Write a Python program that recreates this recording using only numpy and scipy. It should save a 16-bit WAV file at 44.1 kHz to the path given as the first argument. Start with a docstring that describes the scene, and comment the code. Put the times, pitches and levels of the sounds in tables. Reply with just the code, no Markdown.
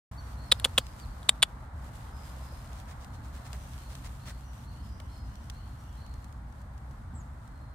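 """Calling a squirrel with walnuts

Walnuts are shaken in a hand close to a phone: their hollow shells clack, grind and knock on the palm.
A squirrel bounds up through dry leaves, takes a nut and turns it, scraping it with its teeth.
Small birds whistle and echo in the spring wood, and far traffic rumbles underneath."""
import sys
import numpy as np
from scipy import signal
from scipy.fft import rfft, irfft, next_fast_len
from scipy.io import wavfile

SR = 44100
rng = np.random.default_rng(int(sys.argv[2]) if len(sys.argv) > 2 else 0)


def master_out(mix):
    """Clip the mix to full scale and print it as 16-bit PCM to the path in sys.argv[1]."""
    frames = np.transpose(np.atleast_2d(mix))
    ceiling = np.clip(frames, -1, 1)
    pcm = np.round(ceiling * 32767).astype(np.int16)
    wavfile.write(sys.argv[1], SR, pcm)


N = 341334
T = np.arange(N) / SR

# Each shake of the hand: a graze, a rub, a first clack and a second, usually louder and duller clack.
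# 0-2 first clack: t/s, level/dB, hardness/dB (more is brighter); 3-4 graze: lead/s, level/dB
# 5-6 rub: level against the first clack/dB, hardness/dB
# 7-9 second clack: delay/s, level/dB, hardness/dB
# 10-11 shell's ring: main f/Hz, upper f/Hz; 12 grinding: level/dB
# 13-14 knock on the palm: delay/s, level/dB; 15-16 ring of the cupped hand: f/Hz, level/dB
SHAKES = [(0.5181, 0.5, -3.5, 0.0032, -14, -16, 8, 0.0038, 4, -8, 3750, 9500, -33, .004, 5.5, 594, -24),
          (0.6450, -6, 0.5, 0.0018, -18, -15, 3, 0.0038, -1, -9, 3400, 10240, -19.5, .0113, -1, 494, -22),
          (0.7790, -6, 0, 0.0014, -6.5, -17, 3.5, .0031, -1, -4.5, 3250, 9400, -18, .0037, 7.5, 540, -20.5),
          (1.291, -0.5, 7, 0.0028, -18, -17, 3, .0016, 0.5, 3, 3670, 8070, -37, .0012, -19.5, 1183, -15.5),
          (1.4281, 1, 4, 0.0062, -9, -5, 9, 0.0047, -0.5, -6.5, 3380, 8900, -25.5, 0.0022, -8.5, 1397, -25.5)]


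def undb(db):
    """Turn decibels into a factor to multiply by."""
    return 10 ** (np.asarray(db) / 20)


def unit(x):
    """Scale a sound to an average (rms) strength of 1."""
    return x / np.sqrt(np.mean(x ** 2) + 1e-20)


def curve(rows):
    """Join rows of t/s, value with straight lines."""
    return np.interp(T, *np.transpose(rows))


def over_hz(points, size):
    """Spread rows of f/Hz, value over every frequency of a spectrum."""
    hz, value = np.transpose(points)
    return np.interp(np.log(np.arange(size // 2 + 1) * SR / size + 1), np.log(hz), value)


def colour(x, points):
    """Shape a sound's tone by rows of f/Hz, level/dB; it fades away below the first row."""
    size = next_fast_len(x.shape[-1] + 2048, True)
    hz = np.arange(size // 2 + 1) * SR / size + 1
    gain = undb(over_hz(points, size)) / np.sqrt(1 + (points[0][0] / 2 / hz) ** 2)
    # make the filter ring only after a sound, never before it
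    cepstrum = irfft(np.log(gain), size)
    cepstrum[1:size // 2] *= 2
    cepstrum[size // 2 + 1:] = 0
    return irfft(rfft(x, size) * np.exp(rfft(cepstrum)), size)[..., :x.shape[-1]]


def wander(rate):
    """A random drift of about 1 either way, turning `rate` times a second."""
    knots = rng.standard_normal(2048)
    return np.interp(T * rate, np.arange(len(knots)), knots)


def add(out, s, x):
    """Mix a sound into both channels, starting at s seconds."""
    i = max(int(round(s * SR)), 0)
    out[:, i:i + x.shape[-1]] += x[..., :max(N - i, 0)]


def echoes(x, t60, build_s):
    """Blurred echoes from trunks and ground; t60 is the time in seconds to fade by 60 dB."""
    t = T[:SR]
    tail = rng.standard_normal((2, SR)) * undb(-60 * t / t60) * (1 - np.exp(-(t / build_s) ** 2))
    return signal.fftconvolve(x, unit(tail) / np.sqrt(SR), axes=1)[:, :N]


def crackle(size, spread_db):
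    """Dense grains of sound, very unequal in size and different left and right."""
    grains = rng.standard_normal((2, size))
    return unit(grains * undb(spread_db * np.minimum(rng.exponential(size=size), 7)))


def far_noise(tone):
    """Noise from all around, alike in both channels only in the bass."""
    # how alike left and right are: f/Hz, likeness (1 = the same)
    likeness = [(150, 0.99), (300, .88), (600, 0.41), (1600, 0.03)]
    alike = over_hz(likeness, N)
    mid, side = rfft(rng.standard_normal((2, N)))
    pair = mid * np.sqrt(1 + alike) + np.array([[1], [-1]]) * side * np.sqrt(1 - alike)
    return unit(colour(irfft(pair, N), tone))


def traffic(drone_hz=63.4, drone_db=-6, octave_db=-9, swell_db=1.5, hiss_db=-52.5):
    """Rumble and tyre hiss from beyond the wood, with a wavering low drone and its octave."""
    # tone of the rumble and of the tyre hiss: f/Hz, level/dB
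    rumble_tone = [(20, -24.5), (41, -9), (65, 0.5), (97, -9), (130, -9), (155, -18), (231, -19),
                   (313, -27.5), (1500, -118)]
    hiss_tone = [(200, -19), (600, -3.5), (850, -0.5), (1350, -3.5), (2000, -12), (2700, -27.5),
                 (4200, -25.5), (6000, -35.5), (9000, -29), (11000, -44.5)]
    # loudness of the rumble and drone: t/s, level/dB
    rumble_level = [(3.8, -42), (6.5, -43)]
    phase = 2 * np.pi * np.cumsum(drone_hz + 2 * wander(9)) / SR
    drone = np.sin(phase) * undb(drone_db + 1.9 * wander(10))
    octave = np.sin(2 * phase) * undb(drone_db + octave_db + 2.4 * wander(5.3))
    rumble = far_noise(rumble_tone) * undb(swell_db * wander(7))
    tilt_db = np.interp(T, (3.1, 4.5), (0, -3.5))  # less hiss as the phone tilts down to the squirrel
    hiss = far_noise(hiss_tone) * undb(hiss_db + tilt_db + .5 * wander(14))
    return (drone + octave + rumble) * undb(curve(rumble_level)) + hiss


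def whistle(length, start_hz, middle_hz, end_hz, trill, trill_hz=170, waver=.0055, flutter_db=2):
    """A bird's thin note bends through three pitches, with a quick trill on it."""
    progress = np.linspace(0, 1, int(length * SR))
    bend = np.polyfit([0, .5, 1], [start_hz, middle_hz, end_hz], 2)
    wobble = trill * np.sin(2 * np.pi * trill_hz * length * progress)
    wobble += waver * wander(200)[:len(progress)]
    off_pitch = .0067 * rng.standard_normal()
    hz = np.polyval(bend, progress) * (1 + wobble + off_pitch)
    flutter = undb(flutter_db * wander(90)[:len(progress)])
    swell = np.sqrt(np.abs(np.sin(np.pi * progress)))
    return flutter * swell * np.sin(2 * np.pi * np.cumsum(hz) / SR)


def bird_notes(pair_gap_s=.29, high_note_db=-7):
    """List the notes of the lone calls, falling pairs and see-saw song: t/s, level/dB, call."""
    # a song of a rising and a high note in turn: start t/s, end t/s, level/dB, first call
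    seesaw_songs = [(0.176, 0.5, -60, "high"), (4.195, 6.1, -62.5, "rise")]
    # wait before the next see-saw note: call -> wait/s
    beat_s = {"rise": .255, "high": .185}
    # a second bird answers with two falling notes: t/s, level/dB
    falling_pairs = [(0.462, -64), (2.12, -62.5), (4.82, -64)]
    # single calls of other birds: t/s, level/dB, call
    lone_calls = [(0.175, -54, "chip"), (0.578, -58.5, "chip"), (0.78, -58, "flick"), (1.0, -54.5, "flick"),
                  (2.27, -72, "held"), (3.03, -73.5, "held"), (3.58, -64, "peak"), (3.78, -65, "rise"),
                  (4.43, -67, "peak"), (5.24, -71, "peak"), (5.88, -71, "arch"), (7.135, -60.5, "seep"),
                  (7.4, -77, "held")]
    notes = lone_calls + [(s + lag, db, "fall") for s, db in falling_pairs for lag in (0, pair_gap_s)]
    for s, end, db, call in seesaw_songs:
        while s < end:
            notes.append((s, db + high_note_db * (call == "high"), call))
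            s += beat_s[call]
            call = "high" if call == "rise" else "rise"
    return notes


def birds(far_direct_db=-2.5, near_echo_db=-7, far_song_db=-68, trunks_db=-8):
    """Calls bounce off near trunks and linger in the wood; one far, repeated song is all echo."""
    # note shapes: call -> length/s, start f/Hz, middle f/Hz, end f/Hz, trill as a share of pitch
    shapes = {"rise": (.11, 4030, 4320, 4350, .03), "fall": (.1, 5210, 5030, 4950, .01),
              "high": (.07, 5700, 5830, 5820, .007), "peak": (.07, 6120, 6010, 5970, .006),
              "chip": (.04, 4380, 4470, 4270, .012), "held": (.42, 4200, 4200, 4160, .02),
              "seep": (.09, 7700, 7750, 6300, .045), "swoop": (.15, 2750, 2980, 3480, .03),
              "flick": (.05, 4620, 4570, 4050, .015), "arch": (.13, 3330, 3220, 2780, .01)}
    # leaves soak up the highest part of the echo: f/Hz, level/dB
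    foliage = [(4300, 3), (6000, 2), (7500, -7)]
    direct, into_wood = np.zeros((2, 2, N))
    for s, db, call in bird_notes():
        note = undb(db) * whistle(*shapes[call])
        near = call in ("chip", "flick", "arch", "seep")
        add(direct, s, note * undb(0 if near else far_direct_db))  # leaves screen the further birds
        add(into_wood, s, note * undb(near_echo_db if near else 0))
    for s in np.arange(4.38, 5.9, .279):
        add(into_wood, s, undb(far_song_db) * whistle(*shapes["swoop"]))
    trunks = echoes(into_wood, t60=.1, build_s=.004)
    wood = echoes(into_wood, t60=.9, build_s=.03)
    return direct + undb(trunks_db) * trunks + colour(wood, foliage)


def crumple(size, spread_db):
    """Dry leaves give way in tiny snaps: a new loudness every millisecond or two."""
    snaps = np.minimum(rng.exponential(size=size), 4)
    return undb(spread_db * np.repeat(snaps, 64)[:size])


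def leaf_litter(spread_db=2.5, flutter_db=2.03, snap_db=1.58):
    """A fine, uneven rustle of dry leaves, in which single leaves snap."""
    # tone of the rustle: f/Hz, level/dB
    rustle_tone = [(1500, -1.5), (3000, -0.5), (5500, -4.5), (9000, -3.5), (11000, -8), (14500, -8.5),
                   (16000, -23.5)]
    # loudness of the rustle: t/s, level/dB
    rustle_level = [(0.3, -62), (0.67, -58), (1.38, -62.5), (1.7, -71), (1.87, -60), (2.1, -62.5),
                    (2.43, -58), (2.97, -66), (3.7, -57.5), (4.15, -59.5), (4.4, -64), (6.1, -64.5),
                    (6.45, -71)]
    grains = crackle(N, spread_db) * crumple(N, snap_db)
    return unit(colour(grains, rustle_tone)) * undb(curve(rustle_level) + flutter_db * wander(22))


def press(t, length):
    """The push of a paw rises and falls once over `length` seconds."""
    return np.sin(np.pi * np.minimum(t / length, 1))


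def squirrel_paws(tick_t60=.017, tick_body_db=-12, thud_s=.019):
    """Paws crush leaves in short, gritty bursts and thud on the soil; twigs and claws tick."""
    # snaps of twigs and leaves, then claws on the nut: t/s, level/dB
    ticks = [(0.867, -47), (0.9985, -50), (2.674, -58), (2.731, -52), (2.8003, -52), (2.912, -56),
             (3.0457, -49.5), (3.351, -54), (3.5306, -42), (3.7344, -53), (3.9522, -44), (5.0008, -50),
             (5.3551, -53), (5.499, -39.5)]
    # paws land in the leaves or scuff the nut: t/s, length/s, level/dB, lower crunch against that/dB
    steps = [(2.737, 0.083, -61.5, -1), (2.863, 0.079, -61, 4), (2.999, 0.052, -63, -6),
             (3.125, 0.047, -63.5, -7), (3.228, .04, -65, -1), (3.34, 0.062, -64, -2),
             (3.444, 0.043, -57, 1), (3.526, 0.035, -61.5, 8), (3.888, 0.052, -59, -3),
             (4.033, 0.054, -55, 0), (4.248, 0.079, -53, 1.5), (4.998, 0.0084, -55.5, 10)]
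    # the heavier leaps hit the soil: t/s, level/dB
    landings = [(2.516, -31.5), (3.532, -31)]
    # tone of the crisp top, the lower crunch and the thud: f/Hz, level/dB
    top_tone = [(1500, 3), (3000, 12.5), (9000, 5.5), (12000, -3.5)]
    body_tone = [(300, -11), (650, 10), (1300, 5.5), (2300, 8.5), (4500, -6.5), (8000, -30)]
    thud_tone = [(300, -5), (600, -1), (3000, -36)]
    top, body, soil = np.zeros((3, 2, N))
    t = T[:SR // 4]
    for s, db in ticks:
        snap = rng.standard_normal((2, len(t))) * undb(db - 60 * t / tick_t60)
        add(top, s, snap)
        add(body, s, undb(tick_body_db) * snap.sum(axis=0))
    for s, length, db, body_db in steps:
        grains = crackle(len(t), spread_db=3) * crumple(len(t), spread_db=1.5)
        crush = unit(grains) * press(t, length) * undb(db)
        add(top, s, crush)
        add(body, s, undb(body_db) * crush.sum(axis=0))
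    for s, db in landings:
        add(soil, s, undb(db) * press(t, thud_s) * rng.standard_normal(len(t)))
    return colour(top, top_tone) + colour(body, body_tone) + colour(soil, thud_tone)


def squirrel_teeth(rise_s=.00053, t60=.019, spread_db=3):
    """Teeth scrape the shell in small, thin ticks."""
    # bites on the shell: t/s, level/dB
    bites = [(5.927, -56), (6.0632, -49), (6.139, -50), (6.2433, -48.5), (6.3246, -52.5), (6.5242, -54.5),
             (6.616, -55), (6.7785, -54), (6.91, -55), (7.4762, -53)]
    # their thin tone: f/Hz, level/dB
    bite_tone = [(1500, 4), (3000, 5), (5500, 6), (9000, 5), (12000, -6)]
    out = np.zeros((2, N))
    t = T[:4096]
    for s, db in bites:
        add(out, s, crackle(len(t), spread_db) * (1 - np.exp(-t / rise_s)) * undb(db - 60 * t / t60))
    return colour(out, bite_tone)


def palm_knocks(hand_db=5, bounce_s=.004, bounce_db=-8.5, cup_t60=.0092):
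    """The nuts knock on the palm and bounce once; the air in the cupped hand rings briefly."""
    # tone of a knock on the hand: f/Hz, level/dB
    hand_tone = [(80, -33), (220, -4.5), (400, -6), (530, 2.5), (720, -5.5), (1300, 0), (2500, -13.5),
                 (6000, -27)]
    knocks, cup = np.zeros((2, 2, N))
    t = T[:2048]
    for s, *_, delay, db, cup_hz, cup_db in SHAKES:
        add(knocks, s + delay, undb([db]))
        add(knocks, s + delay + bounce_s, undb([db + bounce_db]))
        swell = 1 - np.exp(-2 * cup_hz * t)
        add(cup, s + delay, swell * undb(cup_db - 60 * t / cup_t60) * np.cos(2 * np.pi * cup_hz * t))
    return undb(hand_db) * colour(knocks, hand_tone) + cup


def grinding(spread_db=3, t60=.041):
    """After each second clack, the ridges of the shells slide to rest with a short, gritty sound."""
    # tone of the grinding: f/Hz, level/dB
    grind_tone = [(1800, -16), (3400, 3), (6000, -7.5), (8300, -2), (16000, -26.5)]
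    out = np.zeros((2, N))
    t = T[:4096]
    for shake in SHAKES:
        second_clack_s, db = shake[0] + shake[7], shake[12]
        grains = crackle(len(t), spread_db)
        add(out, second_clack_s, unit(grains + grains.sum(axis=0)) * undb(db - 60 * t / t60))
    return colour(out, grind_tone)


def contacts(rub_lead_s=.0017, slide_db=-11.5, settle_s=.0053, settle_db=-18):
    """List every touch of shell on shell: t/s, level/dB, hardness/dB, main f/Hz, upper f/Hz."""
    # light touches between shakes: t/s, level/dB, hardness/dB
    touches = [(0.598, -25.5, 10), (1.2303, -35.5, -4)]
    # how the shell rings at those touches: main f/Hz, upper f/Hz
    touch_hz = (3730, 11000)
    other_nut = 1.07  # grazes, rubs and slides ring the other nut, pitched this many times higher
    rows = [(*touch, *touch_hz) for touch in touches]
    for shake in SHAKES:
        s, first_db, hard_db, graze_lead, graze_db, rub_db, rub_hard_db = shake[:7]
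        gap, second_db, soft_db, main_hz, upper_hz = shake[7:12]
        clacks = [(s, first_db, hard_db),
                  (s + gap, second_db, soft_db),
                  (s + gap + settle_s, second_db + settle_db, soft_db)]
        rubs = [(s - graze_lead, graze_db, soft_db),
                (s - rub_lead_s, first_db + rub_db, rub_hard_db),
                (s + gap / 2, first_db + slide_db, hard_db)]
        rows += [(*clack, main_hz, upper_hz) for clack in clacks]
        rows += [(*rub, main_hz * other_nut, upper_hz) for rub in rubs]
    return rows


def shell_ring(t, hz, tones):
    """A struck shell rings with several pure tones that die away fast."""
    return sum(undb(db - 60 * t / t60) * np.sin(2 * np.pi * hz * ratio * t) for ratio, db, t60 in tones)


def walnuts(crack_db=-12, slide_s=.0006, grate_t60=.011, right_lag_s=4.2e-5, ground_db=-37, wood_db=-51):
    """Each contact grates and rings the hollow shell; harder ones bring out its upper tones."""
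    # the shell's main and upper tones: multiple of the main or upper pitch, level/dB, t60/s
    main_tones = [(.37, -11, .005), (.53, -19.5, .005), (.92, -6.5, .008), (1, 0.5, .008),
                  (1.06, -9.5, 0.0055), (1.14, -14.5, .007), (1.36, -12, .005)]
    upper_tones = [(0.918, -9, .005), (0.998, -8.5, 0.006), (1.06, -10.5, 0.0061)]
    # tone of the crack where the shells meet: f/Hz, level/dB
    crack_tone = [(1500, 3.5), (3300, 5.5), (5800, -6), (8500, 8), (11500, -11.5), (16000, -19.5)]
    # the right microphone hears the nuts with a tone of its own: f/Hz, level/dB
    right_tone = [(30, 2.5), (4500, -0.5), (9000, -1.5), (10800, 4)]
    rings, cracks = np.zeros((2, 2, N))
    t = T[:2048]
    at_mics = np.maximum(t - np.array([[0], [right_lag_s]]), 0)  # the nuts are nearer the left one
    swell = 1 - np.exp(-(at_mics / slide_s) ** 2)  # the wrinkled shells slide, so each contact swells
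    grate = swell * undb(-60 * t / grate_t60)
    for s, db, hard_db, main_hz, upper_hz in contacts():
        low = shell_ring(at_mics, main_hz, main_tones)
        high = shell_ring(at_mics, upper_hz, upper_tones)
        add(rings, s, undb(db) * swell * (low + undb(hard_db) * high))
        shared_grit = np.interp(at_mics, t, rng.standard_normal(len(t)))
        grit = shared_grit + rng.standard_normal((2, len(t)))
        add(cracks, s, grit * grate * undb(db + hard_db / 2))
    # a shell is too small to give off much sound below 1000 Hz
    rings = signal.sosfilt(signal.butter(1, 1000, "high", fs=SR, output="sos"), rings)
    left, right = rings + undb(crack_db) * colour(cracks, crack_tone) + grinding() + palm_knocks()
    direct = np.array([left, colour(right, right_tone)])
    # soft leaf litter and far trunks give very little back
    ground = undb(ground_db) * echoes(direct, t60=.067, build_s=.013)
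    wood = undb(wood_db) * echoes(direct, t60=.3, build_s=.015)
    return direct + ground + wood


def scene():
    """Everything in the wood together."""
    return walnuts() + squirrel_paws() + squirrel_teeth() + leaf_litter() + birds() + traffic()


def record(dry):
    """The phone opens its input after a moment, rounds the highest peaks and cuts the top treble."""
    start_s, fade_s, top_hz = .112, .003, 15600
    opened = np.tanh(dry) * np.clip((T - start_s) / fade_s, 0, 1)
    return signal.sosfilt(signal.ellip(8, .2, 80, top_hz, fs=SR, output="sos"), opened)


dry = scene()
out = record(dry)
master_out(out)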